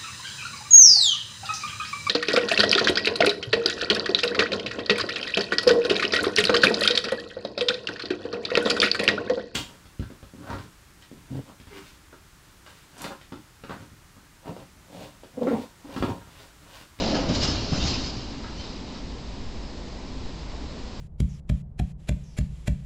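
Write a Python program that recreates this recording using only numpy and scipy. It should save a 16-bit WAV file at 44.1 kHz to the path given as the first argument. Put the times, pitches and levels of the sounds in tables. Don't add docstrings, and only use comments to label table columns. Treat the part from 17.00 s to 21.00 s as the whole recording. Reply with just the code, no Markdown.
import sys
import numpy as np
from scipy import signal
from scipy.fft import rfft, irfft
from scipy.io import wavfile
from scipy.ndimage import uniform_filter1d

SR = 44100
rng = np.random.default_rng(int(sys.argv[2]) if len(sys.argv) > 2 else 0)


def to_wav(sig):
    pcm = np.clip(np.atleast_2d(sig), -1, 1) * 32767
    pcm = np.round(pcm).astype(np.int16)
    wavfile.write(sys.argv[1], SR, pcm.T)


N = 176400
TIME, FREQ = np.arange(N) / SR, np.fft.rfftfreq(N, 1 / SR)


# pitch_hz, level_db
BODY_TONE = [(30, -24), (90, -13.5), (160, -5), (215, -4), (265, 0.5), (350, -5), (450, -10), (560, -3),
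             (680, -8.5), (950, -14.5), (1200, -23.5), (2200, -25.5), (8000, -64)]
# pitch_hz, level_db
GROUND_TONE = [(20, -13), (45, -1), (80, 3.5), (135, -3.5), (180, -5.5), (260, -3.5), (380, -8.5),
               (560, -18.5), (750, -18.5), (1400, -22), (5000, -62)]
# nearest_s, level_db
BOGIES = [(.46, -27), (.92, -30.5)]

def wagon(body_db=-26, hold_s=0.16, fade_db_per_s=30.5, near_s=0.11):
    roar = amp(body_db - fade_db_per_s * np.maximum(TIME - hold_s, 0)) * noise(colour(BODY_TONE))
    nearness = sum(amp(db) ** 2 / (1 + ((TIME - when) / near_s) ** 2) for when, db in BOGIES)
    return roar + np.sqrt(nearness) * noise(colour(GROUND_TONE))


# start_s, thump_db, clash_db
AXLE_HITS = [(0.287, -24, -33.5), (.425, -29.5, -34), (0.721, -23.5, -36.5), (.834, -29.5, -44)]
# pitch_hz, level_db, fade_s
TRACK_NOTES = [(81.6, -0.5, 0.15), (168, 2, .16), (231.6, -6.5, .14)]
# pitch_hz, level_db
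SHUDDER_TONE = [(25, -21), (75, -8.5), (120, 4.5), (180, 2.5), (260, -1.5), (400, -16.5), (620, -8.5),
                (900, -18.5), (1400, -19.5), (3000, -41.5), (8000, -64)]
HIT_RISE_S = 0.0033

def rail_joint():
    out = np.zeros(N)
    for start, thump_db, _ in AXLE_HITS:
        bounce = np.zeros(N)
        for hz, db, fade_s in TRACK_NOTES:
            note = np.sin(2 * np.pi * hz * (TIME - start))
            bounce += amp(db) * note * strike(start, HIT_RISE_S, fade_s)
        shudder = strike(start, HIT_RISE_S, fade_s=0.5) * noise(colour(SHUDDER_TONE))
        out += amp(thump_db) * (bounce + shudder)
    return out


# pitch_hz, level_db
STEEL_TONE = [(200, -13.5), (900, -6.5), (1400, -8.5), (1900, -9), (2900, -1), (3400, -3.5), (4000, 1.5),
              (5150, 0.5), (5700, -5), (7400, -15.5), (8000, -33), (8800, -36.5)]
# pitch_hz, width_hz, level_db
WHEEL_NOTES = [(2400, 90, -9), (2850, 130, -4), (3106, 70, -3), (3704, 70, -2), (4178, 70, -3),
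               (4460, 110, -3), (4672, 70, -1), (4975, 70, 1), (5150, 110, 2), (5600, 90, -8),
               (5889, 70, -10), (6090, 70, -9), (6704, 70, -11), (7044, 80, -14), (7500, 110, -17)]
# time_s, level_db
ROLLING_LEVEL = [(0, -33), (.16, -32.5), (.26, -38.5), (.56, -34), (.70, -38.5), (.97, -36), (1.15, -41.5),
                 (1.42, -50.5), (1.67, -47.5), (1.85, -53.5), (2.2, -58), (4, -76)]
# peak_s, level_db, rise_s, fall_s, treble_db
SCRAPES = [(.352, -28, 0.012, 0.018, 7), (0.438, -25, 0.021, 0.053, 9), (0.769, -37, 0.025, 0.023, 5),
           (.880, -28, 0.072, 0.083, 3), (1.07, -44, 0.036, 0.046, 7), (1.612, -44.5, 0.022, 0.13, -9),
           (1.96, -49.5, 0.07, .07, -3.5)]

def wheels(ring_db=0.5, treble_hz=5800):
    steel = np.hypot(colour(STEEL_TONE), amp(ring_db) * ringing(WHEEL_NOTES))
    power = level(ROLLING_LEVEL) ** 2
    for start, _, clash_db in AXLE_HITS:
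        power += (amp(clash_db) * strike(start, HIT_RISE_S, fade_s=1)) ** 2
    out = through(friction() * np.sqrt(power), steel)
    slip = friction()
    treble = 1 - 1 / (1 + (FREQ / treble_hz) ** 8)
    for peak, db, rise, fall, treble_db in SCRAPES:
        pressure = amp(db) * np.exp(-abs(TIME - peak) / np.where(TIME < peak, rise, fall))
        out += through(slip * pressure, steel * amp(treble_db * treble))
    return flare(out)


def friction(grit_db=-10, grains_per_s=810):
    grit = unit(rng.standard_normal(N) * (rng.random(N) < grains_per_s / SR))
    hiss = rng.standard_normal(N)
    return unit(hiss + amp(grit_db) * grit) * waver(rate_hz=75, depth_db=0.85)


def flare(sound, depth_db=1.9, span_s=0.045, span_hz=260):
    hz, times, spectrum = signal.stft(sound, SR, nperseg=512)
    swell = rng.standard_normal(spectrum.shape)
    swell = uniform_filter1d(swell, round(span_s / times[1]), axis=1)
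    swell = unit(uniform_filter1d(swell, round(span_hz / hz[1]), axis=0))
    return signal.istft(spectrum * unit(amp(depth_db * swell)), SR, nperseg=512)[1][:N]


# peak_s, pitch_hz, level_db, length_s
SQUEAKS = [(.364, 4350, -38.5, .008), (.415, 4672, -33.5, .009), (.498, 5185, -31, .014),
           (.745, 5130, -37.5, .02), (.820, 2720, -40.5, .014), (.830, 3704, -39, .014),
           (.945, 5050, -36.5, .015), (1.085, 4975, -44, .025), (1.603, 3080, -47.5, .015),
           (1.593, 5980, -55, .015), (2.665, 5100, -53, .02), (3.30, 5100, -56.5, .025)]

def squeaks(wobble_hz=75):
    out = np.zeros(N)
    for peak, hz, db, length in SQUEAKS:
        wobble = unit(uniform_filter1d(rng.standard_normal(N), size=90))
        note = np.sqrt(2) * np.sin(2 * np.pi * np.cumsum(hz + wobble_hz * wobble) / SR)
        swell = np.exp(1 - np.hypot(1, (TIME - peak) / length))
        out += amp(db) * note * swell
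    return out * waver(rate_hz=200, depth_db=1.5)


# start_s, level_db
KNOCKS = [(.133, -36), (.438, -43), (1.431, -42.5), (1.94, -50)]
# pitch_hz, width_hz, level_db
METAL_NOTES = [(926, 170, -14), (1296, 69, 1.5), (1437, 84, -7), (1670, 100, -4), (1980, 150, -10.5),
               (2660, 1200, -20)]

def loose_metal():
    blows = sum(amp(db) * strike(start, rise_s=0.014, fade_s=0.42) for start, db in KNOCKS)
    return blows * noise(ringing(METAL_NOTES))


# pitch_hz, level_db
FAR_TONE = [(20, -7), (55, 2.5), (90, -3.5), (140, -6.5), (250, -2), (330, -9), (470, -12), (800, -17),
            (1000, -15.5), (1250, -23), (1550, -25), (1850, -23.5), (2250, -24.5), (3300, -25),
            (3900, -22.5), (5100, -23), (5600, -29), (7600, -34.5), (8300, -44), (8800, -60)]
# time_s, level_db
FAR_LEVEL = [(0, -40.5), (1.6, -37.5), (2.25, -38.5), (3.0, -38), (4, -37.5)]

def far_train():
    return level(FAR_LEVEL) * noise(colour(FAR_TONE))


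# pitch_hz, level_db
WIND_TONE = [(8, 2.5), (22, -3.5), (52, -0.5), (75, -6), (110, -24), (300, -43), (2000, -81.5)]
# time_s, level_db
WIND_LEVEL = [(0, -34), (1.4, -40), (1.6, -45.5), (2.0, -40), (2.5, -35.5), (2.9, -40), (3.12, -35.5),
              (3.6, -38), (4, -38.5)]

def wind():
    return level(WIND_LEVEL) * noise(colour(WIND_TONE))


def amp(db):
    return 10 ** (np.asarray(db) / 20)


def unit(x):
    return x / np.sqrt(np.mean(x ** 2) + 1e-20)


def colour(points):
    hz, db = np.transpose(points)
    return amp(np.interp(np.log(FREQ + 1), np.log(hz + 1), db))


def ringing(notes):
    return sum(amp(db) / (1 + (2 * (FREQ - hz) / width) ** 2) for hz, width, db in notes)


def level(points):
    return amp(np.interp(TIME, *np.transpose(points)))


def noise(tone):
    return unit(irfft(rfft(rng.standard_normal(N)) * tone, N))


def through(sound, tone):
    return signal.fftconvolve(sound, np.fft.fftshift(irfft(unit(tone), N)), "same")


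def waver(rate_hz, depth_db):
    return amp(depth_db * noise(1 / (1 + (FREQ / rate_hz) ** 4)))


def strike(start_s, rise_s, fade_s):
    age = np.maximum(TIME - start_s, 0)
    return np.minimum(age / rise_s, 1) * np.exp(-np.log(1000) * np.maximum(age - rise_s, 0) / fade_s)


def scene():
    return (wagon() + rail_joint() + wheels() + squeaks() + loose_metal() + far_train() + wind())[None]


def record(dry):
    low_pass = signal.firwin(401, 8900, window=("kaiser", 9), fs=SR)
    return signal.oaconvolve(dry, low_pass[None], "same")


dry = scene()
out = record(dry)
to_wav(out)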